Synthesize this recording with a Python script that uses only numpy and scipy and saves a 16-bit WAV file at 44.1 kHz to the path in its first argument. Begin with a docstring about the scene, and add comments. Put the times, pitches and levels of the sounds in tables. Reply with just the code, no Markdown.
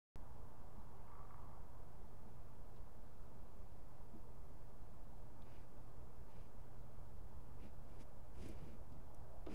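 """A lawn at night, heard through a security camera. A bear walks up on soft pads, claws and twigs ticking,
sniffs through muzzle and nostrils, and steps onto a wooden deck, ringing a board; a low rumble swells and
fades. A far road murmurs, machines drone, a whine comes and goes, and something gives a brief, creaky rattle.
The camera's sound switches on with a small click and carries mains hum, hiss and a soft electrical throb five
times a second."""
import sys
import numpy as np
from scipy import signal
from scipy.io import wavfile

SR = 44100
rng = np.random.default_rng(int(sys.argv[2]) if len(sys.argv) > 2 else 0)


def persist_wave(psi):
    """Save psi, clipped to +-1, as 16-bit WAV."""
    counts = np.round(np.clip(psi, -1, 1) * 32767).astype(np.int16)
    wavfile.write(sys.argv[1], SR, np.atleast_2d(counts).T)


N = 420713


def from_db(db):
    """Decibels to gain."""
    return 10 ** (np.asarray(db) / 20)


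def unit_rms(x):
    """Scale to rms 1."""
    return x / np.sqrt(np.mean(x ** 2) + 1e-20)


def seconds():
    """Time of every sample."""
    return np.arange(N) / SR


def drift(rate_hz):
    """Slow random wander, rms 1: coarse noise through two one-pole low-passes."""
    hop, settle = 40, 2000
    pole = np.exp(-2 * np.pi * rate_hz * hop / SR)
    coarse = rng.standard_normal(N // hop + settle + 2)
    slow = signal.lfilter([1], [1, -2 * pole, pole * pole], coarse)[settle:]
    return np.interp(np.arange(N) / hop, np.arange(len(slow)), unit_rms(slow))


def band(x, low_hz, high_hz):
    """Butterworth band-pass."""
    sos = signal.butter(2, [low_hz, min(high_hz, .45 * SR)], "band", fs=SR, output="sos")
    return signal.sosfilt(sos, x)


def coloured_noise(spectrum, flicker_db=0):
    """Third-octave noise bands following a spectrum, with optional independent flicker; rms 1."""
    edges_hz = 16 * 2 ** (np.arange(31) / 3)
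    hz, db = np.transpose(spectrum)
    white, out = rng.standard_normal((2, N)), 0
    for k, (low, high) in enumerate(zip(edges_hz, edges_hz[1:])):
        if high > hz[0] and low < hz[-1]:
            band_db = np.interp(np.log(low * high) / 2, np.log(hz), db)
            wander_db = flicker_db * drift(rate_hz=9) if flicker_db else 0
            out = out + from_db(band_db + wander_db) * band(white[k % 2], low, high)
    return unit_rms(out)


def narrow_noise(hz, width_hz):
    """Noise around one frequency; rms 1."""
    return unit_rms(band(rng.standard_normal(N), max(hz - width_hz / 2, 20), hz + width_hz / 2))


def resonances(rows):
    """Sum of narrow noise bands."""
    return sum(from_db(db) * narrow_noise(hz, width_hz) for hz, width_hz, db in rows)


def swells(rows):
    """Envelope of peaks that rise and fall linearly in dB, summed in power."""
    t = seconds()
    gains = [from_db(db - np.maximum(rise * (s - t), fall * (t - s))) for s, db, rise, fall in rows]
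    return np.sqrt(sum(gain ** 2 for gain in gains))


def impulses(rows):
    """One impulse per row of (time [s], level [dB])."""
    out = np.zeros(N)
    for s, db in rows:
        out[min(round(s * SR), N - 1)] += from_db(db)
    return out


def decay(force, t60_s):
    """Envelope that jumps at each impulse and decays exponentially."""
    return signal.lfilter([1], [1, -from_db(-60 / (t60_s * SR))], force + 1e-18)


def ring(force, hz, t60_s):
    """One mode: a unit impulse starts a decaying sine of height 1."""
    r, w = from_db(-60 / (t60_s * SR)), 2 * np.pi * hz / SR
    return signal.lfilter([0, np.sin(w)], [1, -2 * r * np.cos(w), r * r], force + 1e-18)


def struck(force, modes):
    """A force rings all modes of a body, with alternating signs."""
    return sum((-1) ** k * from_db(db) * ring(force, hz, t60_s) for k, (hz, db, t60_s) in enumerate(modes))


# (frequency [Hz], relative density [dB])
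TRAFFIC_SPECTRUM = [(20, 2), (32, 2.5), (45, 1), (70, -0.5), (100, -6), (150, -8), (220, -10), (320, -15.5),
                    (600, -15.5), (900, -17), (1200, -23), (1600, -29.5), (2000, -37.5), (2400, -37.5),
                    (3200, -49), (6000, -58.5)]
# nearest car: (peak time [s], level [dB], rise [dB/s], fall [dB/s])
CAR_PASS = [(1.38, -68, 3.2, 13)]


def road(traffic_db=-60):
    """Far traffic murmurs; the tyres of one nearer car approach and recede."""
    traffic = from_db(traffic_db) * coloured_noise(TRAFFIC_SPECTRUM, flicker_db=1.0)
    tyres = swells(CAR_PASS) * narrow_noise(hz=906, width_hz=360)
    return traffic + tyres


# (centre [Hz], width [Hz], level [dB])
MACHINE_BANDS = [(391, 18, -80), (463, 46, -81.5), (596, 25, -80.5), (884, 28, -83.5)]


def machinery():
    """Far machines drone in narrow bands."""
    return resonances(MACHINE_BANDS)


# (frequency [Hz], level [dB])
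MAINS_TONES = [(120, -67.5)]
# (frequency [Hz], relative density [dB])
HISS_SPECTRUM = [(500, -1.5), (3000, 1.5), (4500, 2), (7000, 1), (10000, 1.2), (16000, -0.6)]


def electronics(hiss_db=-81, hum_wander_db=0.96):
    """The camera's circuits add wavering mains hum and steady hiss."""
    hum = sum(from_db(db) * np.sqrt(2) * np.sin(2 * np.pi * hz * seconds()) for hz, db in MAINS_TONES)
    hiss = from_db(hiss_db) * coloured_noise(HISS_SPECTRUM)
    return hum * from_db(hum_wander_db * drift(rate_hz=2)) + hiss


# (start [s], end [s])
THROB_SPANS = [(.1995, 5.45), (5.5795, 9.54)]


def throb(period_s=.20006, pull_delay_s=0.031, push_db=-45.5, pull_db=-44.5, wander_db=1.2):
    """The camera's supply is loaded and released: a soft push, then a pull, each easing off."""
    starts = np.concatenate([np.arange(start, end, period_s) for start, end in THROB_SPANS])
    push = decay(impulses([(s, push_db) for s in starts]), t60_s=0.22)
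    pull = decay(impulses([(s + pull_delay_s, pull_db) for s in starts]), t60_s=0.096)
    return band((push - pull) * from_db(wander_db * drift(rate_hz=4)), low_hz=2, high_hz=89)


# (time [s], level [dB], ring [Hz])
FOOTFALLS = [(.602, -60.5, 215), (.78, -58.5, 200), (2.26, -56.5, 210), (3.41, -61.5, 202),
             (4.136, -53, 220), (4.15, -57, 324), (7.63, -61, 173), (8.457, -49, 102), (8.489, -50, 326),
             (8.62, -51.5, 147), (8.664, -52.5, 214), (8.725, -54, 220), (8.92, -57, 242),
             (8.946, -53, 147)]


def footfalls(scuff_db=-12.5):
    """Soft pads land with a short, dull ring and a low scuff."""
    thuds = sum(ring(impulses([(s, db)]), hz, t60_s=.16) for s, db, hz in FOOTFALLS)
    force = impulses([(s, db) for s, db, _ in FOOTFALLS])
    scuff = from_db(scuff_db) * decay(force, t60_s=0.2) * narrow_noise(hz=248, width_hz=200)
    return band(thuds + scuff, low_hz=39.5, high_hz=600)


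# (start [s], length [s], initial level [dB], fade [dB/s])
RATTLE_BURSTS = [(1.079, .17, -59.5, -14), (1.304, .33, -57.5, 42)]
# (frequency [Hz], gain [dB], t60 [s])
RATTLE_BODY_MODES = [(950, -12, .03), (1149, -5.5, 0.13), (1327, -4.5, 0.038), (1640, -16, 0.06),
                     (1840, -12, .015), (2175, -14, 0.027)]


def rattle(period_s=.0188, jitter_s=.0013, weak_db=-4.5, uneven_db=2.5, echo_db=-13.5):
    """Uneven pulses, strong and weak in turn, ring a small, far body; trees scatter the sound."""
    pulses = []
    for start_s, length_s, db, fade_db_per_s in RATTLE_BURSTS:
        for k, age_s in enumerate(np.arange(0, length_s, period_s)):
            late, louder = rng.standard_normal(2)
            pulse_db = db - fade_db_per_s * age_s + weak_db * (k % 2) + uneven_db * louder
            pulses.append((start_s + age_s + jitter_s * late, pulse_db))
    force = impulses(pulses)
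    echoes = from_db(echo_db) * decay(force, t60_s=0.19) * narrow_noise(hz=1127, width_hz=160)
    return struck(force, RATTLE_BODY_MODES) + echoes


# (time [s], level before filtering [dB], centre [Hz], t60 [s])
CRACKS = [(2.76, -71, 3200, .18), (5.421, -60, 2800, 0.029), (8.487, -60, 9000, 0.034),
          (8.922, -67, 4000, .045), (9.146, -59, 7900, .016), (9.464, -53.5, 2580, 0.055),
          (9.484, -63, 2400, .029)]


def claws_and_twigs(edge_ratio=1.5):
    """Claws and twigs give tiny bright cracks of fast-decaying noise."""
    grit, out = rng.standard_normal(N), 0
    for s, db, hz, t60_s in CRACKS:
        burst = decay(impulses([(s, db)]), t60_s) * grit
        out = out + band(burst, hz / edge_ratio, hz * edge_ratio)
    return out


def airflow(peak_s, length_s, rise_share=0.58):
    """Envelope of one puff: a rounded rise and a quicker fall."""
    lag_s = seconds() - peak_s
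    slope_s = length_s * np.where(lag_s < 0, rise_share, 1 - rise_share)
    return np.cos(np.pi / 2 * np.clip(lag_s / slope_s, -1, 1))


# (peak time [s], length [s], breath level [dB], nostril hiss re breath [dB])
SNIFFS = [(5.55, .28, -77, -13), (6.39, 0.25, -78.5, -11), (7.656, .13, -73.5, -14), (7.947, .2, -81, -7),
          (8.017, 0.055, -74, -0.5), (8.453, 0.22, -72.5, -2.5), (8.5, .075, -92, 0),
          (8.636, 0.38, -76, -8.5), (9.54, 0.11, -68, -10.5)]
# spectra: (frequency [Hz], relative density [dB])
BREATH_SPECTRUM = [(600, -7), (1300, 1), (1800, -1), (2500, 2.5), (3100, -8.5), (3900, -8), (5000, -11),
                   (6500, -18), (10000, -34), (15000, -39)]
NOSTRIL_SPECTRUM = [(1800, -27), (3000, 7), (4000, 0), (4900, -1), (6000, 3.5), (8000, -1), (10000, -2.5),
                    (11500, -8.5), (13000, -15), (16000, -23)]
CHEST_SPECTRUM = [(40, -8), (90, -13.5), (150, -4.5), (205, 5.5), (270, -6), (340, -3), (480, -6.5),
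                  (800, -21), (1500, -43)]
# airway resonances: (centre [Hz], width [Hz], gain [dB])
MUZZLE_BANDS = [(2360, 170, -11), (2880, 200, -11), (4820, 160, -17)]
NOSTRIL_BANDS = [(4850, 500, -11.5), (9770, 1300, -8.5)]
# chest grows as the bear nears: (time [s], level re breath [dB])
CHEST_LEVELS = [(5.5, 7), (8.5, 13.5)]


def sniffs(flutter_db=1.16):
    """Each puff drives a rush through the muzzle, a hiss at the nostrils and a low huff from the chest."""
    flows = np.array([from_db(db) * airflow(s, length_s) for s, length_s, db, _ in SNIFFS])
    breath_flow = flows.sum(axis=0)
    nostril_flow = from_db([hiss_db for *_, hiss_db in SNIFFS]) @ flows
    rush = coloured_noise(BREATH_SPECTRUM) + resonances(MUZZLE_BANDS)
    hiss = coloured_noise(NOSTRIL_SPECTRUM) + resonances(NOSTRIL_BANDS)
    chest_db = np.interp(seconds(), *np.transpose(CHEST_LEVELS))
    huff = from_db(chest_db) * coloured_noise(CHEST_SPECTRUM)
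    flutter = from_db(flutter_db * drift(rate_hz=40))
    return flutter * (breath_flow * (rush + huff) + nostril_flow * hiss)


# (peak time [s], level [dB], rise [dB/s], fall [dB/s])
RUMBLE_SWELLS = [(7.2, -58.5, 43.5, 9), (8.48, -55, 92, 35), (9.5, -61, 26, 25)]


def rumble():
    """Low noise swells and fades three times."""
    return swells(RUMBLE_SWELLS) * narrow_noise(hz=58, width_hz=28)


# (peak time [s], level [dB], rise [dB/s], fall [dB/s])
WHINE_SWELLS = [(8.2, -71.5, 24, 34), (9.35, -68, 22, 15)]


def whine():
    """A far whine swells and fades twice."""
    return swells(WHINE_SWELLS) * narrow_noise(hz=624, width_hz=210)


# (time [s], level [dB])
PAW_IMPACTS = [(9.4645, -56), (9.468, -47.5), (9.476, -56), (9.4845, -53.5)]
# (frequency [Hz], gain [dB], t60 [s])
BOARD_MODES = [(303, -3, 0.24), (400, 4, 0.056), (504, -2.5, 0.033), (660, -4.5, 0.1), (920, -21, 0.031),
               (966, -14, 0.056), (1250, -9.5, 0.043), (1510, -22, 0.045)]


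def deck_step():
    """A paw lands in four quick contacts that ring a deck board."""
    return struck(impulses(PAW_IMPACTS), BOARD_MODES)


def scene():
    """Night, camera noise and bear, in mono."""
    night = road() + machinery() + rattle() + rumble() + whine()
    camera = electronics() + throb()
    bear = footfalls() + claws_and_twigs() + sniffs() + deck_step()
    return (night + camera + bear)[None]


def record(dry):
    """The input switches on, clicking as its offset voltage steps in; a steep low-pass cuts the top."""
    switch_on_s, dc_offset, cutoff_hz = .158, .0077, 15800
    live = (dry + dc_offset) * (seconds() >= switch_on_s)
    return signal.sosfilt(signal.ellip(12, .1, 70, cutoff_hz, fs=SR, output="sos"), live)


dry = scene()
out = record(dry)
persist_wave(out)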